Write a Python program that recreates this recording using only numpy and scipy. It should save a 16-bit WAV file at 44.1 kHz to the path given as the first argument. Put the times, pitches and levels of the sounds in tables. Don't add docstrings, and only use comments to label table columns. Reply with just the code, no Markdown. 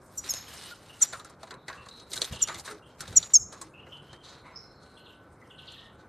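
import sys
import numpy as np
from scipy import signal
from scipy.fft import rfft, irfft
from scipy.io import wavfile
from scipy.ndimage import uniform_filter1d

SR = 44100
rng = np.random.default_rng(int(sys.argv[2]) if len(sys.argv) > 2 else 0)


def dump(signal):
    limited = np.clip(np.atleast_2d(signal).T, -1, 1)
    pcm = np.round(limited * 32767).astype(np.int16)
    wavfile.write(sys.argv[1], SR, pcm)


def voltage_ratio(level):
    return 10 ** (np.asarray(level, float) / 20)


N = 268524


def rms_one(x):
    return x / np.sqrt(np.mean(x ** 2) + 1e-20)


def in_time(s, length, rise_s, fall_s):
    corners = [s, s + rise_s, s + rise_s + length, s + rise_s + length + fall_s]
    return np.interp(np.arange(N) / SR, corners, [0, 1, 1, 0])


def coloured(x, points):
    point_hz, point_db = np.transpose(points)
    hz = np.fft.rfftfreq(len(x), 1 / SR) + 1
    gain_db = np.interp(np.log(hz), np.log(point_hz), point_db)
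    return irfft(rfft(x) * voltage_ratio(gain_db), len(x))


def band(x, low_hz, high_hz):
    return signal.sosfilt(signal.butter(2, [low_hz, high_hz], "band", fs=SR, output="sos"), x)


def resonate(x, hz, width_hz):
    r = np.exp(-np.pi * width_hz / SR)
    poles = [1, -2 * r * np.cos(2 * np.pi * hz / SR), r * r]
    return signal.lfilter([(1 - r * r) / 2, 0, (r * r - 1) / 2], poles, x)


def drift(rate_hz):
    slow = signal.butter(2, rate_hz, fs=SR, output="sos")
    return rms_one(signal.sosfilt(slow, rng.standard_normal(N)))


def add(out, s, sound):
    at = round(s * SR)
    out[at:at + len(sound)] += sound[:N - at]


def room(x, t60, gap_s, lumpy_db, bend):
    t = np.arange(round(0.7 * SR)) / SR
    level_db = lumpy_db * drift(100.0)[-len(t):] - 60 * (t / t60) ** bend
    tail = rng.standard_normal(len(t)) * voltage_ratio(level_db) * (t > gap_s)
    return signal.fftconvolve(x, tail / np.sqrt(np.sum(tail ** 2)))[:N]


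def whistles(rows, share, rough_db, pointed=0.27, bend=0.95):
    out, warble = np.zeros(N), drift(45)
    for s, length, start_hz, end_hz, level_db in rows:
        u = np.linspace(0, 1, round(length * SR))
        hz = end_hz + (start_hz - end_hz) * (1 - u) ** bend
        hz = hz * (1 + share * warble[round(s * SR):][:len(u)])
        swell = np.abs(np.sin(np.pi * u)) ** pointed
        add(out, s, voltage_ratio(level_db) * swell * np.sin(2 * np.pi * np.cumsum(hz) / SR))
    return out * voltage_ratio(rough_db * drift(140))


# frequency in Hz, density in dB per Hz
RUMBLE_SPECTRUM = [(18, -34), (30, -23), (82, -6), (190, -5.5), (543, -6), (667, -10), (1370, -11),
                   (1510, -13.5), (1770, -21.5), (2340, -27.5), (3350, -50.5), (12100, -47), (13700, -52.5)]


def town_rumble():
    noise = rms_one(coloured(rng.standard_normal(N), RUMBLE_SPECTRUM))
    return voltage_ratio(-52.5 - 3.0 + 0.68 * drift(9.4)) * noise


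# start in seconds, length in seconds, start Hz, end Hz, level in dB
WHINE = [
    (3.55, 0.68, 141.3, 142, -57),
    (3.85, 0.27, 1430, 1482, -63.5),
    (4.2, 0.36, 1490, 1490, -65.5),
    (4.6, .18, 1495, 1500, -65),
    (4.8, 0.56, 1500, 1512, -60.5),
    (5.5, 0.25, 1518, 1505, -58.5),
    (5.95, .125, 1506, 1490, -62.5),
]


def whine():
    return whistles(WHINE, share=0.002, rough_db=1.2)


# start in seconds, length in seconds, start Hz, end Hz, level in dB
PEEPS = [(.89, 0.011, 2280, 3160, -53), (1.77, 0.02, 2680, 2720, -51), (2.82, 0.026, 2700, 3280, -57.5),
         (2.85, 0.05, 3230, 3140, -67.5), (3.728, 0.029, 2500, 2820, -58), (3.755, 0.11, 2826, 2900, -60.5),
         (3.75, .04, 2480, 2430, -66), (3.885, 0.08, 3037, 3010, -53), (4.065, 0.06, 3080, 3150, -59.5),
         (4.15, 0.099, 3130, 3151, -68.5), (5.351, .03, 2110, 2080, -73.5), (5.405, 0.019, 2150, 1960, -56),
         (5.755, 0.021, 1930, 1760, -55), (5.815, 0.079, 1850, 1834, -61.5)]
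# start in seconds, length in seconds, pitch in Hz, level in dB
HOARSE = [
    (0.496, 0.23, 3014, -60),
    (1.425, 0.089, 4100, -74),
    (1.568, 0.078, 3900, -66.5),
    (1.798, 0.063, 4130, -66),
    (1.905, 0.13, 3900, -60),
    (4.248, 0.25, 3960, -70),
    (4.563, 0.5, 4190, -68.5),
]
# start in seconds, start Hz, end Hz, level in dB
CHURRS = [
    (0.455, 2880, 3175, -56),
    (4.551, 4990, 6090, -51),
]
# start in seconds, start Hz, level in dB
STROKES = [(2.321, 3900, -37), (2.352, 3600, -51), (2.4, 3770, -37), (2.426, 3500, -58),
           (4.85, 3700, -66.5), (4.965, 3630, -50.5), (4.99, 3390, -57), (5.054, 4300, -47),
           (5.085, 3900, -51), (5.12, 4130, -67), (5.44, 3400, -62), (5.5, 3790, -46), (5.581, 4330, -41),
           (5.671, 4740, -38), (5.731, 4300, -46.5), (5.778, 4230, -41.5), (5.7, 4205, -49),
           (5.85, 4010, -54)]


def far_birds():
    churr_s, stroke_s, stroke_end_hz = 0.024, 0.014, 2588
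    hoarse = [(s, length, hz, hz, db) for s, length, hz, db in HOARSE]
    churrs = [(s, churr_s, *rest) for s, *rest in CHURRS]
    strokes = [(s, stroke_s, hz, stroke_end_hz, db) for s, hz, db in STROKES]
    out = whistles(PEEPS, share=0.006, rough_db=7.5, pointed=0.6)
    out += whistles(hoarse, share=0.033, rough_db=7.5, pointed=0.076)
    out += whistles(churrs, share=0.042, rough_db=9.0)
    return out + whistles(strokes, share=0.029, rough_db=1.2, pointed=0.5, bend=1.2)


# time in seconds, peak in dB
PUFFS = [(0.18, -50), (0.327, -46), (0.538, -51.5), (0.958, -53), (1.699, -46), (1.91, -53), (2.138, -43),
         (2.313, -35), (2.399, -56), (2.536, -42), (2.999, -40), (3.086, -37), (3.149, -40), (3.219, -47),
         (3.396, -40), (3.478, -47), (3.592, -50), (3.767, -58), (3.941, -54.5), (4.494, -59)]


def air_puffs():
    rise_s, t60_s, still_air_db = 0.03, 0.62, -56.5
    t = np.arange(SR // 2) / SR
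    power = voltage_ratio(still_air_db) ** 2 * np.ones(N)
    for s, peak_db in PUFFS:
        puff = voltage_ratio(peak_db - 0.5 - 60 * t / t60_s) * np.minimum(t / rise_s, 1)
        add(power, s - rise_s / 2, puff ** 2)
    noise = rms_one(band(rng.standard_normal(N), 56, 160))
    return np.sqrt(power) * voltage_ratio(-5.0 + 1.9 * drift(8.3)) * noise


# start in seconds, length in seconds, feather rustle in dB, fine rustle in dB
BOUTS = [(0, 0.14, -68, -70), (0.103, 0.27, -53.5, -59), (0.226, 0.17, -41, -59), (0.368, 0.11, -44, -67),
         (0.47, 0.14, -40, -54), (0.604, 0.12, -36, -54), (0.7, 0.51, -49.5, -64),
         (1.01, 0.052, -33.5, -49), (1.061, 0.29, -54, -74.5), (1.386, 0.12, -55.5, -68),
         (1.667, 0.092, -49, -70), (1.81, 0.23, -54, -71), (2.099, 0.11, -66, -51),
         (2.198, 0.11, -37.5, -54), (2.302, 0.056, -38, -56), (2.38, 0.073, -44.5, -56),
         (2.467, 0.11, -40, -56), (2.571, 0.036, -40, -47), (2.638, 0.088, -41, -56.5),
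         (2.059, 0.74, -53.5, -68), (2.85, 0.098, -58.5, -75), (2.981, 0.3, -44.5, -61),
         (3.29, 0.095, -49.5, -67.5), (3.505, 0.19, -53, -69), (3.853, 0.13, -67.5, -71),
         (4.011, 0.17, -57.5, -81), (4.228, 0.18, -50, -90), (4.44, 0.11, -57, -82),
         (4.792, 0.22, -59, -76), (5.045, 0.093, -67, -73.5), (5.301, 0.25, -82, -79),
         (5.576, 0.31, -55, -74), (5.981, 0.03, -73, -74)]


def stirring():
    rise_s, fall_s = 0.03, 0.054
    power = voltage_ratio([[-67.5], [-80.5]]) ** 2 * np.ones(N)
    for s, length, rustle_db, fine_db in BOUTS:
        shape = in_time(s - rise_s / 2, length - rise_s, rise_s, fall_s)
        power = power + (voltage_ratio([[rustle_db], [fine_db]]) * shape ** 2.7) ** 2
    return 10 * np.log10(power)


# frequency in Hz, density in dB per Hz
FEATHER = [(120, -45), (200, -9.5), (451, -11), (589, -7), (1860, -4), (4050, -13), (5470, -16.5),
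           (8670, -16), (12300, -20.5), (13700, -42)]
PATCH_EDGES_HZ = [4600, 6400, 7900, 10100, 11400, 15000]
PATCH_DB = [-1.5, -3.5, 1, -20, 1.5]


def wings():
    rustle_db, fine_db = stirring()
    grains = rng.standard_normal((2, N)) * voltage_ratio(1.5 * drift(25) + 2.5 * drift(500))
    body, fine = (coloured(g, FEATHER) for g in grains)
    rub = voltage_ratio(-7.0 + 2.0 * drift(3.2)) * band(body, 460, 6000)
    wire_shake = voltage_ratio(0.5 + 2.0 * drift(9)) * resonate(body, 3960, 880)
    body = rub + wire_shake
    patches = np.zeros(N)
    for low_hz, high_hz, db in zip(PATCH_EDGES_HZ, PATCH_EDGES_HZ[1:], PATCH_DB):
        patch = band(band(fine, low_hz, high_hz), low_hz, high_hz)
        patches += voltage_ratio(db + 3.46 * drift(11.6)) * patch
    fine = patches * voltage_ratio(1.2 * drift(11.2))
    body_rms = np.std(band(body, 2300, 4800))
    fine_rms = np.std(band(fine, 8300, 13000))
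    return voltage_ratio(rustle_db - 12.0) * body / body_rms + voltage_ratio(fine_db - 2.0) * fine / fine_rms


# start in seconds, length in seconds, start Hz, end Hz, level in dB
HUMS = [
    (.708, 0.032, 1424, 1385, -42),
    (2.545, 0.055, 341, 343, -50),
    (2.70, 0.07, 437, 415, -44),
    (2.7, 0.085, 321.6, 327, -52),
    (3.60, 0.1, 339, 301, -52.5),
]


def perch_hums():
    return whistles(HUMS, share=0.027, rough_db=2.5)


# time in seconds, crack in dB, ring in dB, ring pitch in Hz
SNAPS = [(.339, -19.5, -44, 300), (1.135, -44, -37, 740), (1.509, -33, -31.5, 4090),
         (1.541, -48, -44, 4000), (1.683, -40, -31, 1980), (2.118, -37, -43, 3900),
         (2.134, -24, -35.5, 4095), (2.219, -14, -21.5, 4210), (2.245, -25.5, -30.5, 3500),
         (2.486, -33, -32, 3300), (2.490, -34, -32, 2060), (2.498, -28, -33.5, 966),
         (2.547, -38, -35, 3500), (2.678, -31, -36, 1340), (3.008, -27.5, -35.5, 3600),
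         (3.079, -35.5, -42, 4000), (3.229, -35, -43, 4100), (3.523, -42, -44, 1150),
         (3.616, -38, -38.5, 4050), (3.868, -53, -47, 2050)]


def snaps():
    out, t = np.zeros(N), np.arange(round(0.08 * SR)) / SR
    crack = band(band((t == 0) * 1.0, 900, 12000), 900, 12000)
    for s, crack_db, ring_db, hz in SNAPS:
        fall_db = 60 * t * np.sqrt(hz * 1000) / 30.0
        ring = voltage_ratio(ring_db - fall_db) * np.sin(2 * np.pi * hz * t)
        add(out, s, voltage_ratio(crack_db - 1) * crack + ring)
    return out


# time in seconds, perch dB, wire dB, feather dB, perch ring in Hz
TICKS = [(.3385, -35, -26.5, -21.5, 435), (1.248, -59, -48, -38, 1380), (1.888, -57, -37.5, -45, 1020),
         (2.118, -56, -31.5, -43, 900), (2.130, -48, -32, -41, 1500), (2.134, -45, -27, -24, 1910),
         (2.168, -49, -33, -36, 1200), (2.177, -42, -27, -37, 806), (2.212, -50, -38, -32, 890),
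         (2.219, -50, -19, -22.5, 1210), (2.251, -44, -24, -29, 1200), (2.485, -26, -21.5, -39, 1970),
         (2.556, -51, -36, -40, 1290), (2.663, -47, -46, -39, 1000), (2.678, -36, -45, -45, 1395),
         (3.007, -35, -39, -23.5, 1400), (3.229, -46, -33, -49, 1290)]
# time in seconds, perch dB, wire dB, feather dB, perch ring in Hz
TAPS = [(1.134, -32, -58, -56, 1320), (1.431, -38, -38.5, -46, 730), (1.508, -37, -35, -50, 1476),
        (1.54, -51, -53, -52, 436), (1.682, -29, -36.5, -38, 1920), (1.728, -39, -42.5, -58, 1610),
        (1.861, -43.5, -47, -50, 1070), (1.887, -64, -40, -52.5, 1010), (2.217, -31, -20.5, -28, 447),
        (2.244, -45, -31.5, -30, 1180), (2.36, -43, -39.5, -41.5, 814), (2.474, -37, -34, -34, 1320),
        (2.492, -35, -43, -60, 1933), (2.544, -34.5, -36, -34.5, 2080), (2.597, -45, -37.5, -35.5, 834),
        (2.586, -47, -49, -44.5, 884), (2.745, -48, -50, -58.5, 401), (3.029, -42.5, -52.5, -55.5, 1300),
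        (3.127, -39.5, -43.5, -43, 496), (4.13, -42, -43, -55, 418.4), (5.72, -57.5, -51, -50.5, 1007)]
# time in seconds, perch dB, wire dB, feather dB, perch ring in Hz
STEPS = [(1.195, -43.5, -43.5, -48, 1200), (1.247, -46, -63.5, -46, 1380), (1.297, -50, -56, -50, 1090),
         (1.472, -45, -49, -62, 920), (1.698, -37.5, -45, -65, 1090), (1.998, -68, -43.5, -67, 1290),
         (2.014, -53, -76, -65, 530), (2.134, -36.5, -30, -31, 2030), (2.176, -42.5, -44, -38, 506),
         (2.324, -42, -46, -37.5, 610), (3.006, -40.5, -40, -31.5, 1390), (3.077, -43, -40.5, -44, 481),
         (3.227, -47.5, -32, -52.5, 1280), (3.614, -40.5, -46, -32.5, 1046), (3.867, -43, -59.5, -78, 400),
         (3.969, -56, -57, -63, 517)]
# time in seconds, perch dB, wire dB, feather dB, perch ring in Hz
HOPS = [(.242, -48, -41.5, -45, 420), (1.004, -44.5, -44, -49, 1370), (1.127, -37, -36, -39, 1080),
        (1.522, -42, -74, -74, 1005), (1.514, -42, -59, -64, 400), (1.686, -38.5, -44, -61, 1487),
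        (2.158, -41.5, -32, -33, 1520), (2.408, -59, -56, -54, 1420), (2.487, -30.5, -37, -65, 1210),
        (2.65, -47.5, -43.5, -43, 970), (2.676, -33.5, -40.5, -59, 1320), (2.709, -46, -47, -43, 406),
        (3.524, -40.5, -46, -43, 1076), (4.828, -63, -57, -64, 1460)]
# time in seconds, perch dB, wire dB, feather dB, perch ring in Hz
FLAPS = [(1.74, -46.5, -55, -60.5, 1100), (2.112, -45, -44, -59, 414), (2.331, -49, -46, -51, 514),
         (2.397, -54, -47, -57, 1320), (4.236, -56, -46.5, -61, 1110), (4.279, -61, -46.5, -72.5, 960),
         (4.44, -47.5, -67, -86, 2105), (4.447, -48, -64, -80, 1060), (5.988, -54.5, -61.5, -73.5, 398)]


def contacts():
    kinds = (TICKS, 0.01), (TAPS, 0.029), (STEPS, 0.045), (HOPS, 0.074), (FLAPS, 0.23)
    return [(*row, t60) for rows, t60 in kinds for row in rows]


# frequency in Hz, width in Hz, level in dB
WIRES = [(2950, 190, -28), (3500, 74, -16), (3900, 530, 5.5), (4300, 170, -0.5), (5950, 360, -4)]


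def hops():
    out, wires = np.zeros(N), np.zeros(N)
    t = np.arange(round(0.3 * SR)) / SR
    wood = signal.butter(3, 2300, fs=SR, output="sos")
    hiss_colour = [(3000, -15.5), (5500, -2.0), (9000, 2), (10300, -9.5), (13000, -18.5)]
    for s, perch_db, wire_db, feather_db, ring_hz, t60 in contacts():
        claws = voltage_ratio(rng.standard_normal(len(t) // 44 + 1)).repeat(44)[:len(t)]
        noise = rng.standard_normal((3, len(t))) * claws
        scratch = voltage_ratio(-60 * t / max(t60, 0.005)) * np.minimum(t / (0.12 * t60), 1) ** 1.4
        thud = noise[0] * voltage_ratio(-60 * t / max(3.0 * t60, 0.005)) * np.minimum(t / (0.09 * t60), 1)
        perch = voltage_ratio(13.5) * resonate(thud, ring_hz, 150) + band(thud, 330, 2000)
        perch = signal.sosfilt(wood, perch)
        hiss = coloured(noise[2] * scratch, hiss_colour)
        add(out, s - 0.033 * t60 - 0.001, voltage_ratio(perch_db + 1.5) * perch + voltage_ratio(feather_db + 8.0) * hiss)
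        add(wires, s - 0.04 * t60 - 0.001, voltage_ratio(wire_db + 10.0) * noise[1] * scratch)
    jangle = sum(voltage_ratio(db) * resonate(wires, hz, width) for hz, width, db in WIRES)
    return out + snaps() + band(jangle, 2700, 9000)


# pointedness, echo in dB (more when the bird faces away), octave in dB,
# sum tone in dB, abruptness of the start from 0 to 1
CHIP_SHAPE = [
    (0.54, -17.5, -11, -30, .3),
    (1.09, -11.5, -21, -13.5, 0.07),
    (1.13, -25.5, -39, -36, 0),
    (1.15, -25.5, -17, -32, 0.05),
    (1.5, -28.5, -19, -27, 0.17),
    (0.79, -25, -37, -38.5, 0.2),
]


def voice(rows, notches_hz, snap):
    glide_s = 0.012
    pure, heard, gains = np.zeros(N, complex), np.zeros(N, complex), np.zeros((3, N))
    for row, notch_hz, shape in zip(rows, notches_hz, CHIP_SHAPE):
        s, length, start_hz, rest_hz, peak_db = row
        pointed, *gains_db, abrupt = shape
        t = np.arange(round(length * SR)) / SR
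        hz = rest_hz + (start_hz - rest_hz) * np.exp(-t / glide_s)
        head_start = snap * abrupt
        through = head_start + (1 - head_start) * (t / length) ** (0.5 + 0.48 * pointed)
        swell = np.abs(np.sin(np.pi * through)) ** pointed * np.minimum(t / 0.0017, 1)
        tone = voltage_ratio(peak_db) * swell * np.exp(2j * np.pi * np.cumsum(hz) / SR)
        dip = 1 - 0.9 * np.exp(-((hz - notch_hz) / 90) ** 2)
        add(pure, s, tone)
        add(heard, s, tone * dip)
        for gain, db in zip(gains, gains_db):
            add(gain, s, np.full(len(t), voltage_ratio(db)))
    return pure, heard * voltage_ratio(1.2 * drift(170)), gains


# start in seconds, length in seconds, start Hz, resting Hz, peak in dB
LOW_VOICE = [
    (0.173, 0.026, 6200, 5680, -31.5),
    (.287, 0.033, 6070, 5000, -25),
    (1.010, 0.032, 6680, 5630, -18.5),
    (2.413, 0.035, 6380, 5670, -24),
    (3.155, 0.032, 6470, 5580, -14.5),
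    (3.334, 0.041, 6260, 5190, -17),
]


def by_chip(levels_db):
    starts = np.array(LOW_VOICE)[1:, 0] - 0.002
    return voltage_ratio(np.array(levels_db)[np.searchsorted(starts, np.arange(N) / SR)])


# start in seconds, length in seconds, start Hz, resting Hz, peak in dB
HIGH_VOICE = [
    (.176, 0.023, 8020, 6500, -28.5),
    (.291, 0.033, 7680, 6180, -24),
    (1.016, 0.023, 8360, 6480, -11.5),
    (2.418, 0.025, 7870, 6620, -13.5),
    (3.161, 0.027, 8120, 6460, -7.5),
    (3.337, 0.04, 7740, 6244, -7.5),
]
LOW_NOTCH_HZ = [6040, 5260, 4500, 4500, 6067, 4430]
HIGH_NOTCH_HZ = [7070, 6760, 9500, 6960, 9500, 6710]
EARLY_DB = [0, -7, 2.5, -1.5, 2.3, -2]


def chips():
    low, low_heard, (low_wet, octave, summed) = voice(LOW_VOICE, LOW_NOTCH_HZ, snap=0.15)
    high, high_heard, (high_wet, _, _) = voice(HIGH_VOICE, HIGH_NOTCH_HZ, snap=0.62)
    power = abs(low) ** 2 + abs(high) ** 2 + 1e-9
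    above = voltage_ratio(-21.0 + 2.48 * drift(199.9)) * high ** 2 * low.conj() / power
    below = voltage_ratio(-23.5 + 3.67 * drift(400)) * low ** 2 * high.conj() / power
    octave_tone = octave * low ** 2 / (abs(low) + 1e-5) * voltage_ratio(-6.0)
    sum_tone = summed * low * high / np.sqrt(power)
    sides = above + below + (octave_tone + sum_tone) * voltage_ratio(4.6 * drift(150))
    into_room = (low * low_wet + (high + sides) * high_wet).real
    perch_echoes = room(into_room * by_chip(EARLY_DB), 0.095, gap_s=0.005, lumpy_db=4.0, bend=1.05)
    room_echo = room(into_room, 0.39, gap_s=0.043, lumpy_db=3.5, bend=0.8)
    return (low_heard + high_heard + sides).real + voltage_ratio(7.5) * perch_echoes + room_echo


RASP_DB = [-38, -42.5, -41.5, -40, -42, -38.5]


def rasp(near):
    loudness = np.sqrt(uniform_filter1d(near ** 2, size=200) + 1e-12)
    noise, patches = rng.standard_normal(N), np.zeros(N)
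    for hz, db in [(9450, -1.5), (10900, -1.506), (12300, 0.1)]:
        patches += voltage_ratio(db) * resonate(resonate(noise, hz, 450), hz, 450)
    hiss = by_chip(RASP_DB) * loudness * rms_one(patches) * voltage_ratio(3.5)
    return hiss + voltage_ratio(-10.5) * room(hiss, 0.2, gap_s=0.004, lumpy_db=2.0, bend=1.1)


# frequency in Hz, side minus mid in dB
WIDTH = [(300, -43.5), (700, -39), (1700, -39.5), (2500, -36), (3900, -31), (4700, -7), (5800, -1),
         (8800, -2), (13000, -1.5)]
# start in seconds, length in seconds
ALIKE = [(.12, .04), (1.05, .04), (1.44, .04), (2.085, .04), (3.13, .02), (3.275, .05), (3.585, .02)]


def spread(x):
    smear = rfft(rng.standard_normal(900) * voltage_ratio(-np.arange(900) / 60), N)
    smeared = coloured(irfft(rfft(x) * smear / abs(smear), N), WIDTH)
    edges, whole = [300, *PATCH_EDGES_HZ[1:]], drift(9.9)
    side = np.zeros(N)
    for low_hz, high_hz in zip(edges, edges[1:]):
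        side += np.clip(4 * (whole + drift(14) + 1.2), 0.02, 1) * band(smeared, low_hz, high_hz)
    return side * (1 - sum(in_time(s, length, 0.006, 0.006) for s, length in ALIKE))


def scene():
    far, cage, near = far_birds(), hops(), chips()
    around = town_rumble() + whine() + air_puffs() + wings() + perch_hums()
    around += voltage_ratio(-9) * far + voltage_ratio(-3) * room(far, 0.13, gap_s=0.002, lumpy_db=1.5, bend=1.0)
    around += voltage_ratio(-2.5) * room(far, 0.42, gap_s=0.01, lumpy_db=1.2, bend=1.3)
    around += cage + voltage_ratio(-9.5) * room(cage, 0.087, gap_s=0.004, lumpy_db=11.0, bend=0.71)
    near = near + rasp(near)
    near_treble = band(band(near, 8200, 14000), 8200, 14000)
    side = spread(around + voltage_ratio(-31.5) * near + voltage_ratio(-9.5) * near_treble)
    return np.array([near + around + side, near + around - side])


def roll_off(x):
    return signal.sosfilt(signal.butter(12, 13880, fs=SR, output="sos"), x)


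def record(dry):
    steep = signal.ellip(10, 0.5, 60, 13350, fs=SR, output="sos")
    mix = signal.sosfilt(steep, dry)
    return roll_off(mix)


dry = scene()
out = record(dry)
dump(out)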